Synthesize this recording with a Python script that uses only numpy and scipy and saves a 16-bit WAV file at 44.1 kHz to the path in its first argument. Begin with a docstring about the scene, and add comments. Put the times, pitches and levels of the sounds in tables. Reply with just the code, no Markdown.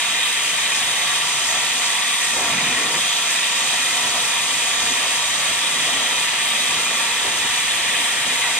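"""Plasma torch cutting thick plate

A plasma torch is drawn through a thick steel plate, an arm's length away in a workshop with a faint fan.
Its air jet, shaped noise in bands, roars in the kerf and hisses at the nozzle; plate, torch and bench colour it.
Molten slag makes the jet splutter and puff: the bands waver in level and brief hollow noises swell up.
Once the kerf chokes: the jet blows back as a swooping resonance in noise, over a low, broad rumble."""
import sys
import numpy as np
from scipy import signal
from scipy.fft import rfft, irfft, next_fast_len
from scipy.io import wavfile
from scipy.ndimage import map_coordinates

SR = 44100
rng = np.random.default_rng(int(sys.argv[2]) if len(sys.argv) > 2 else 0)


def pcm_store(signal):
    """Save signal as 16-bit PCM."""
    levels = np.round(np.clip(np.atleast_2d(signal), -1, 1) * 32767)
    wavfile.write(sys.argv[1], SR, levels.astype(np.int16).T)


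N = 378800


def amp(db):
    """Decibels to gain."""
    return 10 ** (np.asarray(db) / 20)


def unit(x):
    """Scale to rms 1; a stereo pair by its centre signal."""
    centre = np.atleast_2d(x).mean(0)
    return x / np.sqrt(np.mean(centre ** 2) + 1e-20)


def curves(rows):
    """One value per sample for each column after the time."""
    times, *columns = np.transpose(rows)
    t = np.arange(N) / SR
    return [np.interp(t, times, column) for column in columns]


def along(rows, hz):
    """Each column of a table that starts with f/Hz, read on a log frequency axis."""
    f, *columns = np.transpose(rows)
    return np.array([np.interp(np.log(hz + 1), np.log(f.real + 1), column) for column in columns])


def wobble(rate):
    """A smooth random curve about zero, rate knots a second."""
    coarse = np.arange(0, N, 16)
    knots = rng.standard_normal(int(N * rate / SR) + 4)
    curve = map_coordinates(knots, [coarse * rate / SR])
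    return np.interp(np.arange(N), coarse, curve)


def swell(s, half_s):
    """A smooth rise to 1 at time s, and the fall back."""
    start = max(0, int((s - 4 * half_s) * SR))
    stop = min(N, int((s + 4 * half_s) * SR))
    near = np.arange(start, stop)
    shape = np.zeros(N)
    shape[near] = np.exp(-((near / SR - s) / half_s) ** 2)
    return shape


def band(x, low_hz, high_hz, order=8):
    """The part of x between two edges, at rms 1."""
    size = next_fast_len(N + 8192, True)
    hz = np.fft.rfftfreq(size, 1 / SR) + 1
    low_cut = 1 + (low_hz / hz) ** (2 * order)
    high_cut = 1 + (hz / high_hz) ** (2 * order)
    return unit(irfft(rfft(x, size) / (low_cut * high_cut), size)[..., :N])


def hollow(times, pitch_hz, width_octaves):
    """Noise of rms 1 in one resonance that moves from pitch to pitch."""
    hz, t, z = signal.stft(rng.standard_normal(N), SR, nperseg=1024)
    centre = np.interp(t, times, pitch_hz)
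    width = np.interp(t, times, width_octaves)
    octaves = np.log2((hz[:, None] + 1) / centre)
    # a higher resonance spans more Hz, so it is turned down to match
    gain = np.exp(-(octaves / width) ** 2 / 2) / np.sqrt(centre)
    return unit(signal.istft(z * gain, SR, nperseg=1024)[1][:N])


def fan(hum_hz=175, hum_db=-57.5, drift=0.65):
    """A cooling fan hums as one faint sine, unsteady in phase (drift in radians) and level."""
    phase = 2 * np.pi * hum_hz * np.arange(N) / SR + drift * wobble(12)
    return amp(hum_db + 2.4 * wobble(7)) * unit(np.sin(phase))


# how fast the workshop's echo dies (to -60 dB): [f/Hz, t/s]
SHOP_DECAY = [(150, 0.28), (2000, 0.34), (12000, 0.066)]


def workshop(x, wet_db=-21):
    """Walls and machines answer with a tail of decaying noise; the treble dies first."""
    hz, t, z = signal.stft(rng.standard_normal((2, SR // 2)), SR, nperseg=256)
    t60 = along(SHOP_DECAY, hz)[0][:, None]
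    tail = signal.istft(z * amp(-60 * t / t60), SR, nperseg=256)[1]
    return amp(wet_db) * signal.fftconvolve(x, tail / np.linalg.norm(tail[0]), axes=1)[:, :N]


def bench(x, scatter_db=-26, t60=0.056):
    """Plate, glove and bench scatter the jet, rippling its colour alike at both ports."""
    t = np.arange(SR // 10) / SR
    echoes = rng.standard_normal(len(t)) * amp(-60 * t / t60) * (t > .004)
    echoes = echoes[None] / np.linalg.norm(echoes)
    return x + amp(scatter_db) * signal.fftconvolve(x, echoes, axes=1)[:, :N]


# the kerf chokes once, quickly closing and clearing
CHOKE_START_S, CHOKE_END_S, CHOKE_ATTACK_S, CHOKE_RELEASE_S = 2.312, 3.04, 0.03, 0.075


def churn(level_db=-42.5, rise_s=0.25, ebb_s=0.05, lumps_db=1.2):
    """Air trapped under the choked kerf rumbles low and broad, and ebbs once the kerf clears."""
    t = np.arange(N) / SR
    rise = np.clip((t - CHOKE_START_S) / rise_s, 0, 1)
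    envelope = rise / (1 + np.exp((t - CHOKE_END_S) / ebb_s))
    rumble = band(rng.standard_normal(N), 125, 290, order=3)
    return envelope * amp(level_db + lumps_db * wobble(25)) * rumble


def choke():
    """How far the kerf is shut and how deep the jet digs in, both 0-1: the deeper, the lower the hollow."""
    t = np.arange(N) / SR
    closing = (t - CHOKE_START_S) / CHOKE_ATTACK_S
    clearing = (CHOKE_END_S - t) / CHOKE_RELEASE_S
    shut = np.clip(np.minimum(closing, clearing), 0, 1)
    pitch_hz = curves(BLOWBACK_SWOOP)[0]
    sunk = np.log(pitch_hz.max() / pitch_hz)
    return shut, shut * sunk / sunk.max()


# the hollow in the choked kerf sinks and narrows, then climbs and widens again:
# [t/s, resonance f/Hz, width/octaves, level/dB]
BLOWBACK_SWOOP = [(2.33, 600, .8, -40), (2.395, 490, .65, -30), (2.46, 260, .5, -39),
                  (2.55, 170, .48, -34.3), (2.63, 185, 0.36, -31.5), (2.73, 230, .38, -36.5),
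                  (2.81, 295, .33, -33.3), (2.87, 430, .7, -40.5), (2.94, 580, .8, -33),
                  (2.99, 560, .9, -37.5)]
# slag briefly plugs the kerf:
# [t/s, half length t/s, hollow resonance f/Hz, hollow level/dB, splutter lift level/dB]
SLAG_PUFFS = [(1.55, .035, 950, -36, 4), (1.83, .03, 1100, -31, -4), (3.63, .025, 180, -43, 2),
              (3.75, .025, 730, -40, 0), (4.058, .035, 800, -35, 3.5), (4.16, .025, 880, -30, 1),
              (4.55, .035, 180, -46, -3), (4.84, .018, 190, -43, 1), (4.92, .04, 310, -46, 3),
              (5.045, .025, 860, -29.5, 0), (5.515, .02, 280, -49, 4), (5.80, .025, 170, -42, 1),
              (5.89, .018, 700, -36, 4), (5.95, .035, 280, -44.5, 2.5), (6.015, .018, 720, -39, 1),
              (6.21, .012, 220, -41, 2), (6.71, .014, 220, -43, 3), (6.775, .02, 160, -44, 3),
              (6.94, .025, 430, -43, 3), (7.03, .02, 300, -44, 2), (7.265, .02, 540, -36, 5),
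              (7.31, .012, 600, -40, -1), (7.453, .018, 240, -43, 2.5), (8.294, .035, 180, -45.5, 1.5),
              (8.48, 0.046, 1050, -33, -1)]


def blowback(balance_db=-2, sputter_db=1.4, puff_octaves=0.58):
    """Air turned back by steel or slag sounds a hollow: once in a long swoop, often in a puff."""
    shut, _ = choke()
    times, pitch_hz, width, _ = np.transpose(BLOWBACK_SWOOP)
    swoop_level = amp(curves(BLOWBACK_SWOOP)[-1])
    swoop = shut * swoop_level * hollow(times, pitch_hz, width)

    # each puff holds its own pitch from its start to its end
    edges = sorted((s + side * half_s, hz) for s, half_s, hz, _, _ in SLAG_PUFFS for side in (-1, 1))
    times, pitch_hz = np.transpose(edges)
    plugs = sum(amp(db) * swell(s, half_s) for s, half_s, _, db, _ in SLAG_PUFFS)
    puffs = plugs * hollow(times, pitch_hz, np.full(len(times), puff_octaves))

    left_right = amp([[balance_db / 2], [-balance_db / 2]])
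    return (swoop + puffs) * amp(sputter_db * wobble(70)) * left_right


# jet noise colour: [f/Hz, level/dB per Hz]
AIR_COLOUR = [(25.0, -49), (65.0, -23), (150.0, -19), (350.0, -14), (600.0, -12.5), (1500.0, -9),
              (1800.0, -6.5), (3700.0, 0.6), (4300.0, -9), (7000.0, -6), (9000.0, -8.5), (10800.0, -22),
              (12400.0, -25.5), (15000.0, -43)]
# resonances around the torch: [f/Hz, half width f/Hz, lift level/dB]
TORCH_RESONANCES = [(147.5, 12.3, 7.5), (231, 59, 4.5), (494, 45, 3.5), (717, 61, 5.5), (868, 18, 4),
                    (950.5, 58, 10), (1098, 35, 6), (1167, 31.5, 9.5), (1255, 30, 2.5), (1350, 50, 5),
                    (1525, 26, 2.5), (1680, 44, 3.5), (1795, 45, 4), (1905, 61, 7.5), (2050, 58, 5),
                    (2320, 35, 2), (2417, 33, 4), (2483, 37, 6.5), (2562, 28, 4), (2810, 25, 3),
                    (3040, 58, 3), (3190, 31, 3.5), (3310, 22, 3), (3460, 30, 2), (3710, 25, 3.5),
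                    (4770, 85, 4), (5377, 160, 4.5), (6240, 70, 4), (6550, 270, 4), (8174, 123, 8.5),
                    (8410, 86, 5.5), (8820, 130, 3.5), (12100, 540, 4.5), (13975, 172, 7)]
# the two microphone ports: [f/Hz, likeness 0-1, left lead/radians, left minus right level/dB]
PORT_PAIR = [(50, 0.73, -0.18, -0.9), (300, 0.99, 0.03, -2.7), (900, 0.96, 0.47, -0.6),
             (1000, 0.93, 0.76, -1.3), (1100, 0.94, 0.34, 2.2), (1200, 0.9, 0.86, -2.9),
             (1300, 0.93, 0.87, 4.2), (1400, 0.56, 1.22, -4.9), (1500, 0.14, -0.11, 1.8),
             (1600, 0.16, -0.65, -1.7), (1700, 0.88, -0.91, 0.9), (2100, 0.99, -0.15, 0.3),
             (2200, 0.78, -0.52, 0.8), (2500, 0.9, 0.18, -0.9), (2800, 0.17, -0.18, 0.9),
             (2900, 0.41, 1.37, 4.6), (3000, 0.51, -1.26, 4.7), (3300, 0.73, -0.14, 2.0),
             (3500, 0.96, 1.48, 0.6), (3900, 0.9, 2.15, -4.3), (4400, 0.51, 2.44, -3.7),
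             (4650, 0.54, 0.79, -7.4), (4800, 0.55, -1.81, -4.5), (5400, 0.84, -3.0, 4.0),
             (5550, 0.25, -0.28, -4.3), (5850, 0.25, 2.15, -6.5), (6150, 0.59, -1.85, -12.2),
             (6600, 0.76, -2.26, 1.6), (7050, 0.28, -1.6, 3.3), (7200, 0.55, -1.63, -6.1),
             (7500, 0.61, -0.45, 2.0), (7950, 0.66, -2.87, 7.4), (8100, 0.99, 2.63, 5.1),
             (8400, 0.38, 1.6, -3.4), (8550, 0.22, -3.01, 1.6), (9000, 0.7, 2.03, -4.3),
             (9150, 0.26, -0.24, -1.2), (11000, 0.31, -2.92, 2.0), (12000, 0.11, 0.19, -6.3),
             (14500, 0.11, -0.07, 2.3)]


def turbulence():
    """Jet noise through the resonances, as the two ports hear it."""
    size = next_fast_len(N, True)
    hz = np.fft.rfftfreq(size, 1 / SR)
    colour_db = along(AIR_COLOUR, hz)[0]
    colour_db = colour_db + sum(db * np.exp(-((hz - f) / width) ** 2) for f, width, db in TORCH_RESONANCES)
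    # reflections off plate and glove reach the ports in or out of step
    likeness = [(f, min(alike, 1) * np.exp(1j * lead), db) for f, alike, lead, db in PORT_PAIR]
    cross, balance_db = along(likeness, hz)
    right, other = rfft(rng.standard_normal((2, size)))
    left = cross * right + np.sqrt(np.abs(1 - np.abs(cross) ** 2)) * other
    pair = np.array([left * amp(balance_db.real / 2), right * amp(-balance_db.real / 2)])
    return irfft(pair * amp(colour_db), size)[:, :N]


# how hard the slag splutters under the plate: [t/s, level/dB about the usual]
SLAG_SPLUTTER = [(0, -3.5), (0.7, -2.2), (1.55, -2.5), (2.15, -3), (2.5, -2.5), (3.42, -1.5), (3.65, -1.5),
                 (4.0, -0.5), (4.4, -1), (5.0, 0), (5.18, -2.5), (5.4, -1), (5.9, 1.4), (6.45, -1),
                 (6.8, 2), (7.4, -0.5), (7.62, -3), (7.8, 0), (8.3, 1), (8.59, 0.5)]
# the deep rumble: [t/s, level/dB about the usual]
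DEEP_RUMBLE = [(0, -4), (0.35, -7), (0.52, 1), (0.85, 1), (1.3, -4), (1.52, 4), (1.8, -2.5), (2.15, -4),
               (2.55, 5), (2.95, -3), (3.15, -4), (3.5, -5), (3.8, 0), (4.8, 0.5), (6.0, 2), (6.6, -1),
               (6.8, 2), (8.59, -1)]


def kerf(air, tilt_db, flare_db, rumble_db=-58.0, splutter_db=-41.5, ring_db=-32.5, roar_db=-27.0,
         drops_db=0.7, choke_splutter_db=5.0, choke_ring_db=2.5, choke_roar_db=2.0):
    """Slag makes the jet splutter, rumble and ring the plate; the roar grows as the jet digs into a choked kerf."""
    shut, depth = choke()
    puff_db = sum(db * swell(s, half_s) for s, half_s, _, _, db in SLAG_PUFFS)
    slag_db = curves(SLAG_SPLUTTER)[0] + puff_db
    drops = drops_db * wobble(45)  # drops of melt briefly narrow the kerf

    rumble_level = rumble_db + curves(DEEP_RUMBLE)[0] + 0.5 * puff_db + 2.0 * wobble(12)
    rumble = amp(rumble_level) * band(air, 15, 120.0)

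    splutter_level = splutter_db + slag_db + choke_splutter_db * shut + drops + 0.41 * wobble(9)
    splutter = amp(splutter_level) * band(air, 118, 656)

    ring_level = ring_db + 0.28 * slag_db + 0.23 * tilt_db + choke_ring_db * shut + 0.29 * drops
    ring = amp(ring_level) * band(air, 633, 1454)

    roughness_db = 0.3 * wobble(25) + 0.46 * wobble(220)
    roar_level = roar_db - 0.61 * tilt_db + choke_roar_db * depth + flare_db + roughness_db
    roar = amp(roar_level) * band(air, 1502, 2694)
    return rumble + splutter + ring + roar


def nozzle(air, tilt_db, rush_flare_db, hiss_flare_db, rush_db=-28.0, hiss_db=-32.5, fizz_db=-32.5,
           flutter_db=1.0, sizzle_db=1.0, choke_rush_db=-1.0, choke_fizz_db=-1.5):
    """Air rushes and hisses at the nozzle, shaken by the wandering arc and dulled when the kerf chokes."""
    shut, depth = choke()
    arc = flutter_db * wobble(18) + sizzle_db * wobble(400)

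    rush_shake_db = 0.23 * wobble(18) + 0.28 * wobble(300)
    rush_level = rush_db - 0.13 * tilt_db + choke_rush_db * shut + rush_flare_db + rush_shake_db
    rush = amp(rush_level) * band(air, 2663, 4380)

    hiss = amp(hiss_db + tilt_db + hiss_flare_db + 0.51 * arc) * band(air, 4000, 7760)

    shimmer_db = 0.26 * arc + 0.63 * wobble(18) + .41 * wobble(300)
    fizz_level = fizz_db + 0.17 * tilt_db + choke_fizz_db * depth + shimmer_db
    fizz = amp(fizz_level) * band(air, 7830, 17000)
    return rush + hiss + fizz


# tilt of the jet's colour as the torch travels; above zero more hiss and less roar: [t/s, level/dB]
JET_TILT = [(0, -0.8), (0.3, -1), (1.2, 0.5), (1.5, 1.5), (2.1, -0.5), (2.25, 1), (2.39, 2), (2.55, 0.1),
            (3.3, 0.2), (3.65, 2.5), (3.85, 0.2), (4.05, 1.4), (4.85, 1.4), (6.2, -0.1), (6.5, -1),
            (6.85, 0.2), (7.75, -1.1), (8.59, -1)]
# the jet briefly flares or falters:
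# [t/s, half length t/s, roar lift level/dB, rush lift level/dB, hiss lift level/dB]
JET_FLARES = [(0.24, 0.05, 0, 2.3, -1.5), (0.77, 0.035, 0, -1, 3), (0.93, 0.037, 0.5, 0.4, 0),
              (1.48, 0.04, -1, -3, 1), (1.78, 0.025, -1.8, -1, 1), (1.86, 0.02, -0.5, -1, 4),
              (2.173, 0.022, -2.2, -1, -1), (2.39, 0.06, 0.5, -2.5, -0.5), (2.55, 0.08, 1.0, 0.4, -0.5),
              (2.775, 0.035, 1.3, 0, 0), (3.05, 0.13, -1, 1.1, 0.5), (3.453, 0.025, 2, 2, -1),
              (4.99, 0.025, 1.5, 0, -1), (5.65, 0.03, -0.5, 0.5, -3), (7.98, 0.053, 2, -0.5, -1),
              (8.445, 0.025, 3, 0, 0)]


def jet():
    """One stream of air roars in the kerf and hisses at the nozzle; its tilt trades one for the other."""
    air = turbulence()
    tilt_db, = curves(JET_TILT)
    swells = np.array([swell(s, half_s) for s, half_s, *_ in JET_FLARES])
    roar_db, rush_db, hiss_db = np.array(JET_FLARES)[:, 2:].T @ swells
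    return kerf(air, tilt_db, roar_db) + nozzle(air, tilt_db, rush_db, hiss_db)


def waver(x, patchy_db=1.2, patch_hz=80, shifts_per_s=6.0):
    """As the torch moves and the kerf changes shape, each patch of the spectrum swells and fades on its own."""
    hz, t, z = signal.stft(x, SR, nperseg=2048)
    knots = rng.standard_normal((400, 100))
    places = np.meshgrid(hz / patch_hz, t * shifts_per_s, indexing="ij")
    patches = map_coordinates(knots, places, mode="mirror")
    return signal.istft(z * amp(patchy_db * patches), SR, nperseg=2048)[1][:, :N]


def scene():
    """The torch close by, the fan and the room behind it."""
    torch = bench(waver(jet()) + blowback() + churn())
    return torch + workshop(torch) + fan()


def record(dry, top_hz=15250):
    """A steep band limit leaves nothing above top_hz."""
    size = next_fast_len(N + SR // 2)
    keep = np.fft.rfftfreq(size, 1 / SR) < top_hz
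    return irfft(rfft(dry, size) * keep, size)[:, :N]


dry = scene()
out = record(dry)
pcm_store(out)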